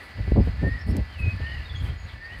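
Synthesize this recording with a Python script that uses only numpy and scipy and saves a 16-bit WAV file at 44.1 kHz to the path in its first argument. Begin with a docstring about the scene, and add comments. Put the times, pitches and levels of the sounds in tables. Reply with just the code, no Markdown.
"""A river hisses under thin, steady insect tones and one short bird note; then wind buffets the microphone.
The river is coloured noise; the insects are wavering sines over a band of hiss; rustles, ticks and a snap
are bright noise close by. One bird repeats a rising whistle, others add a slur, short notes and a trill,
all gliding sines with a short echo. The wind grunts in deep noise bursts, broad buffets and sharp single eddies."""
import sys
import numpy as np
from scipy import signal
from scipy.fft import rfft, irfft
from scipy.io import wavfile
from scipy.ndimage import uniform_filter1d

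SR = 44100
rng = np.random.default_rng(int(sys.argv[2]) if len(sys.argv) > 2 else 0)


def output_pcm(signal):
    """Save a mono or channel-first signal as 16-bit PCM at the path in sys.argv[1].

    Samples are clipped to [-1, 1] before scaling.
    """
    pcm = np.clip(np.atleast_2d(signal).T, -1, 1) * 32767
    wavfile.write(sys.argv[1], SR, np.round(pcm).astype(np.int16))


N = 105840  # samples, 2.4 s


def amp(db):
    """Turn decibels into a linear gain."""
    return 10 ** (np.asarray(db) / 20)


def rms_one(x):
    """Scale a signal to an rms of 1."""
    return x / np.sqrt(np.mean(x ** 2) + 1e-20)


def in_time(rows, start=0):
    """Draw straight lines through the rows: one curve per column, the first column being seconds after start."""
    seconds, *columns = np.transpose(rows)
    t = np.arange(N) / SR - start
    return [np.interp(t, seconds, column) for column in columns]


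def band(x, low_hz, high_hz, order=2):
    """Keep only the band between two edges."""
    edges = [low_hz, min(high_hz, .45 * SR)]
    return signal.sosfilt(signal.butter(order, edges, "band", fs=SR, output="sos"), x)


def low_pass(hz, order=2):
    """Design a filter that keeps what lies below hz."""
    return signal.butter(order, hz, fs=SR, output="sos")


def drift(corner_hz):
    """Random wandering of rms 1: white noise through two equal one-pole low-passes."""
    r = np.exp(-2 * np.pi * corner_hz / SR)
    wander = signal.lfilter([1], [1, -2 * r, r * r], rng.standard_normal(N + SR))
    return rms_one(wander[SR:])  # the first second lets the filter settle


def coloured(spectrum, patchy_db):
    """Noise shaped to a spectrum and set to rms 1, made to flicker in level."""
    hz, db = np.transpose(spectrum)
    bin_hz = np.arange(N // 2 + 1) * SR / N
    gain = amp(np.interp(np.log(bin_hz + 1), np.log(hz), db))
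    flicker = amp(patchy_db * drift(8.6))
    return flicker * rms_one(irfft(gain * rfft(rng.standard_normal(N)), N))


def tone(hz, db):
    """A sine that follows a pitch curve, at an rms level in dB."""
    phase = 2 * np.pi * np.cumsum(hz) / SR
    return np.sqrt(2) * amp(db) * np.sin(phase)


def spell(start, length, edge):
    """A swell from nothing to 1 and back, and the share of the way through it."""
    u = np.clip((np.arange(N) / SR - start) / length, 0, 1)
    return np.abs(np.sin(np.pi * u)) ** edge * (u > 0) * (u < 1), u


def evened(x, span_s=.0495):
    """Divide a signal by its own running rms, so that its level stays near 1."""
    return x / np.sqrt(uniform_filter1d(x ** 2, int(span_s * SR)) + 1e-12)


def burst(start, db, t60, low_hz, top_hz=12500):
    """A puff of noise that falls 60 dB in t60 seconds, then passes a band filter."""
    out, i = np.zeros(N), int(start * SR)
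    n = min(SR // 20, N - i)
    t = np.arange(SR // 20) / SR
    puff = rng.standard_normal(SR // 20) * amp(db - 60 * t / t60)
    out[i:i + n] = band(puff, low_hz, top_hz)[:n]
    return out


# Colour of the water's hiss. Each row: frequency in Hz, relative density in dB per Hz.
RIVER_COLOUR = [(120, -32), (200, -5), (400, -10), (550, -6.5), (850, -8), (1300, -7), (1950, -4),
                (2700, -10), (3100, -13.5), (3900, -16.5), (5800, -30), (7500, -31.5), (11500, -35),
                (13000, -42.5), (15000, -34.5)]
RIVER_DB, RIVER_PATCHY_DB = -47.5, 1.62  # level, depth of flicker


def river():
    """The steady hiss of water: coloured noise with a slight flicker in level."""
    return amp(RIVER_DB) * coloured(RIVER_COLOUR, RIVER_PATCHY_DB)


# Thin insect tones. Each row: pitch in Hz, rms level in dB around which it wavers.
DRONES = [(1733.3, -61), (1974, -54.5), (2214.3, -63.5)]
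# Swell of the far chorus. Each row: time in seconds, level in dB.
CHORUS_SWELL = [(0, -58.5), (1.2, -58.5), (1.5, -54.5), (1.97, -60.5)]
CHORUS_LOW_HZ, CHORUS_TOP_HZ = 4034, 4940
DRONE_WAVER_DB, DRONE_WAVER_HZ = 1.5, 8  # depth, corner of the random waver


def insects():
    """Sines at fixed pitch that waver in level, over far insects blurred into a band of hiss."""
    level_db, = in_time(CHORUS_SWELL)
    hiss = band(rng.standard_normal(N), CHORUS_LOW_HZ, CHORUS_TOP_HZ, order=3)
    out = amp(level_db) * rms_one(hiss)
    for hz, db in DRONES:
        out += tone(np.full(N, hz), db + DRONE_WAVER_DB * drift(DRONE_WAVER_HZ))
    return out


# Spells of high rustle. Each row: start in seconds, length in seconds, level in dB.
RUSTLES = [(0, 0.11, -64), (0.45, 0.019, -64), (0.861, 0.063, -56), (1.18, 0.046, -61.5),
           (1.782, 0.12, -62.5), (2.381, 0.015, -64)]
# Colour of the rustle. 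Each row: frequency in Hz, relative density in dB per Hz.
RUSTLE_SPECTRUM = [(5500, -36), (8000, -6), (11500, -3.5), (13000, -24), (14800, -6)]
# Small ticks. Each row: start in seconds, noise level at the onset in dB before the band filter.
TICK_ONSETS = [(.6804, -50), (1.2027, -51), (1.2825, -53), (1.3633, -52)]
# One broad snap, a single row: start in seconds, onset level in dB before the band filter,
# 60 dB decay in seconds, low band edge in Hz.
BROAD_SNAP = (.9668, -33.5, .022, 1600)
TICK_T60_S, TICK_LOW_HZ = .012, 7500


def rustle():
    """High rustle close by from swelling coloured noise, with ticks and one snap from fast-dying puffs."""
    level = sum(amp(db) * spell(start, length, .45)[0] for start, length, db in RUSTLES)
    ticks = sum(burst(start, db, TICK_T60_S, TICK_LOW_HZ) for start, db in TICK_ONSETS)
    return level * coloured(RUSTLE_SPECTRUM, patchy_db=2.5) + ticks + burst(*BROAD_SNAP)


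# The repeated whistle. Each row: start in seconds, level in dB added to the shape, stretch in time as a factor.
WHISTLE_CALLS = [(0.58, -37.5, 0.95), (1.364, -40, 1.03), (2.147, -43, 1.08)]
# Shape of one whistle. Each row: seconds after the start before stretching, pitch in Hz, relative level in dB.
WHISTLE_SHAPE = [(0, 1782, -29), (0.012, 1756, -8.5), (.05, 1785, -11.5), (0.068, 1803, 0.5),
                 (0.165, 1885, 0.5), (0.19, 1950, -0.5), (.198, 1960, -47), (0.208, 1802, -10.5),
                 (0.25, 1735, -11.5), (.29, 1824, -20)]


def whistles():
    """One bird's rising whistle: a sine that climbs, breaks off and drops to a short lower ending."""
    t, out = np.arange(N) / SR, np.zeros(N)
    for start, db, stretch in WHISTLE_CALLS:
        hz, shape_db = in_time(np.multiply(WHISTLE_SHAPE, [stretch, 1, 1]), start)
        sounding = (t > start) * (t < start + stretch * WHISTLE_SHAPE[-1][0])
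        out += tone(hz, shape_db + db) * sounding
    return out


NOTE_ROUGH = .3  # depth of the random level roughness, as a share of the note
# A second bird's falling slur into a held note. Each row: time in seconds, pitch in Hz, level in dB.
FALLING_SLUR = [(1.085, 3150, -54), (1.135, 3130, -60), (1.15, 2950, -50), (1.175, 2700, -55.5),
                (1.196, 2576, -42), (1.232, 2548, -38), (1.246, 2508, -40), (1.308, 2538, -38.5),
                (1.335, 2544, -54)]


def slur():
    """A second bird: a sine slides down into a held note, its level roughened."""
    t = np.arange(N) / SR
    sounding = (t > FALLING_SLUR[0][0]) * (t < FALLING_SLUR[-1][0])
    return tone(*in_time(FALLING_SLUR)) * (1 + NOTE_ROUGH * drift(56)) * sounding


# Short notes of further birds. Each row: start in seconds, length in seconds, first, middle and last pitch in Hz,
# level in dB, random pitch blur in Hz.
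SHORT_NOTES = [(0, 0.036, 1930, 1910, 1860, -46, 72), (0.396, 0.038, 4750, 4970, 4780, -57.5, 20),
               (.69, .047, 4900, 5100, 5200, -61, 30), (0.785, 0.022, 4800, 5300, 5130, -54, 10),
               (0.805, 0.027, 5130, 5430, 4700, -52, 10), (0.878, 0.05, 4750, 5380, 5150, -54, 25),
               (1.645, .036, 3720, 3730, 3700, -50.5, 14), (1.69, 0.036, 3660, 3410, 3600, -45, 10),
               (1.742, 0.034, 3600, 3330, 3330, -44, 10), (1.79, 0.04, 3560, 3230, 3400, -49, 25),
               (1.843, 0.034, 3420, 3170, 3150, -47, 15), (1.885, 0.036, 3350, 3170, 3350, -51, 40),
               (1.753, 0.055, 6450, 6600, 7000, -62, 160), (1.968, 0.1, 6800, 6740, 6700, -62.5, 50),
               (2.064, 0.082, 4500, 3550, 2820, -53, 380), (2.24, 0.036, 4500, 4730, 5050, -52, 150),
               (2.28, .078, 2380, 2890, 3080, -52, 15)]


def short_notes(rough, blur):
    """Further birds: brief sines swell and fade, each bending in pitch along a parabola."""
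    out = np.zeros(N)
    for start, length, first, middle, last, db, blur_hz in SHORT_NOTES:
        swell, u = spell(start, length, .6)
        # the parabola meets the three pitches at the start, middle and end
        hz = first * (1 - u) * (1 - 2 * u) + 4 * middle * u * (1 - u) + last * u * (2 * u - 1)
        out += rough * tone(hz + blur_hz * blur, db) * swell
    return out


# A fast trill, a single row: start in seconds, length in seconds, first and last centre pitch in Hz, level in dB.
FAST_TRILL = (1.38, .29, 2960, 2760, -46)
TRILL_PER_S, TRILL_DROP_HZ, TRILL_BLUR_HZ = 38, 280, 104  # pulse rate, fall in each pulse, random blur


def trill(rough, blur):
    """A rapid run of sine pulses, each falling in pitch while the whole run sinks."""
    start, length, first, last, db = FAST_TRILL
    swell, u = spell(start, length, .8)
    beat = (np.arange(N) / SR - start) * TRILL_PER_S % 1
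    hz = first + (last - first) * u + TRILL_DROP_HZ * (.5 - beat) + TRILL_BLUR_HZ * blur
    return rough * tone(hz, db) * swell * np.sin(np.pi * beat)


ECHO_DB, ECHO_T60_S = -7.5, .5


def birds():
    """All the birds, with a short diffuse echo off the banks made by a decaying noise tail."""
    calls = whistles() + slur()
    rough, blur = 1 + NOTE_ROUGH * drift(200), drift(160)
    calls += short_notes(rough, blur) + trill(rough, blur)
    t = np.arange(SR // 2) / SR
    tail = rng.standard_normal(SR // 2) * amp(-60 * t / ECHO_T60_S)
    echo = signal.fftconvolve(calls, tail / np.sqrt(np.sum(tail ** 2)))[:N]
    return calls + amp(ECHO_DB) * echo


# Gusts on the microphone. Each row: time in seconds, level of the throb in dB.
GUST_LEVELS = [(0, -51), (.13, -48.5), (.21, -23.5), (.26, -32), (.29, -21), (.41, -13.5), (.45, -24.5),
               (.48, -20), (.53, -31), (.6, -26.5), (.63, -17), (.69, -25), (.755, -26.5), (.79, -42),
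               (.87, -27), (.92, -19.5), (.97, -29.5), (1.01, -19), (1.05, -38), (1.14, -43), (1.18, -31.5),
               (1.28, -18), (1.31, -39), (1.35, -23), (1.39, -40), (1.42, -23.5), (1.47, -35.5), (1.6, -30),
               (1.67, -41.5), (1.72, -31), (1.79, -32), (1.83, -21.5), (1.865, -32), (1.9, -25.5),
               (1.97, -36), (2.02, -39.5), (2.055, -31), (2.105, -47), (2.135, -36), (2.23, -48.5),
               (2.4, -37)]
THROB_LOW_HZ, THROB_TOP_HZ = 43, 91.9


def throb():
    """The deep body of the wind: a low band of noise, evened out, then driven by the gusts."""
    level_db, = in_time(GUST_LEVELS)
    low_noise = band(rng.standard_normal(N + SR), THROB_LOW_HZ, THROB_TOP_HZ)[SR:]
    return amp(level_db) * evened(low_noise)


# Rough broad bursts on top of the throb. Each row: start in seconds, length in seconds, level in dB,
# reach (low-pass corner) in Hz.
ROUGH_BUFFETS = [(0.169, 0.051, -30, 180), (.27, 0.017, -33.5, 170), (0.364, 0.061, -14, 200),
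                 (0.467, 0.037, -32, 320), (0.61, 0.086, -23.5, 320), (0.354, 0.034, -21, 500),
                 (0.86, 0.085, -27, 210), (0.92, 0.095, -28, 240), (1.247, 0.038, -31.5, 170),
                 (1.396, 0.02, -28.5, 185), (1.812, 0.13, -43.5, 118)]
BUFFET_LOW_HZ, BUFFET_TOP_HZ = 79.5, 1032
LUMPY_DB, LUMP_HZ = 3, 13.3  # depth and corner of the random lumps in level
BUFFET_EDGE, BRIGHT_EDGE = .45, 2.6  # powers: shape of the swell, extra pointedness of the bright part


def buffets():
    """Rough eddies: lumpy low-passed noise whose bright part peaks more sharply than its dull part."""
    eddies = band(rng.standard_normal(N + SR), BUFFET_LOW_HZ, BUFFET_TOP_HZ)[SR:]
    lumps = amp(LUMPY_DB * drift(LUMP_HZ))
    out = np.zeros(N)
    for start, length, db, reach_hz in ROUGH_BUFFETS:
        rough = evened(signal.sosfilt(low_pass(reach_hz), eddies))
        dull = signal.sosfiltfilt(low_pass(reach_hz), rough)
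        bright = rough - dull
        swell, _ = spell(start, length, BUFFET_EDGE)
        out += amp(db) * swell * lumps * (dull + swell ** BRIGHT_EDGE * bright)
    return out


# Sharp single eddies. Each row: time of the peak in seconds, peak level in dB, sharpness in Hz.
EDDY_POPS = [(0.3208, -7.5, 420), (0.4053, -19, 380), (0.4741, -20, 560), (0.8952, -21, 520),
             (.9765, -27.5, 663)]


def pops():
    """Sharp single eddies: one narrow downward pressure pulse each, a bell curve with slight rebounds."""
    out = np.zeros(N)
    for peak_s, db, hz in EDDY_POPS:
        turn = (np.arange(N) / SR - peak_s) * hz * np.pi
        out -= amp(db) * (1 - .18 * turn ** 2) * np.exp(-turn ** 2)
    return out


def wind():
    """Wind on the microphone: throb and buffets with their top rolled off, plus the sharp eddies."""
    return signal.sosfilt(low_pass(BUFFET_TOP_HZ, order=4), throb() + buffets()) + pops()


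def scene():
    """Sum all the sources of the river bank into one channel."""
    return mix()[None]


def mix():
    """Add the wind and birds to the insects, river and rustle."""
    gusty, calling, droning = wind(), birds(), insects()
    return gusty + calling + droning + river() + rustle()


LOW_CUT_HZ, OVERLOAD = 38, .8  # bass corner, ceiling of the rounded peaks
TOP_STOP_HZ = 16150  # from here up the sound is at least 60 dB down


def record(dry):
    """The deepest bass is cut, peaks are rounded, the top is cut."""
    low_cut = signal.butter(2, LOW_CUT_HZ, "high", fs=SR, output="sos")
    thin = signal.sosfilt(low_cut, dry)
    rounded = OVERLOAD * np.tanh(thin / OVERLOAD)
    return signal.sosfilt(signal.cheby2(14, 60, TOP_STOP_HZ, fs=SR, output="sos"), rounded)


dry = scene()
out = record(dry)
output_pcm(out)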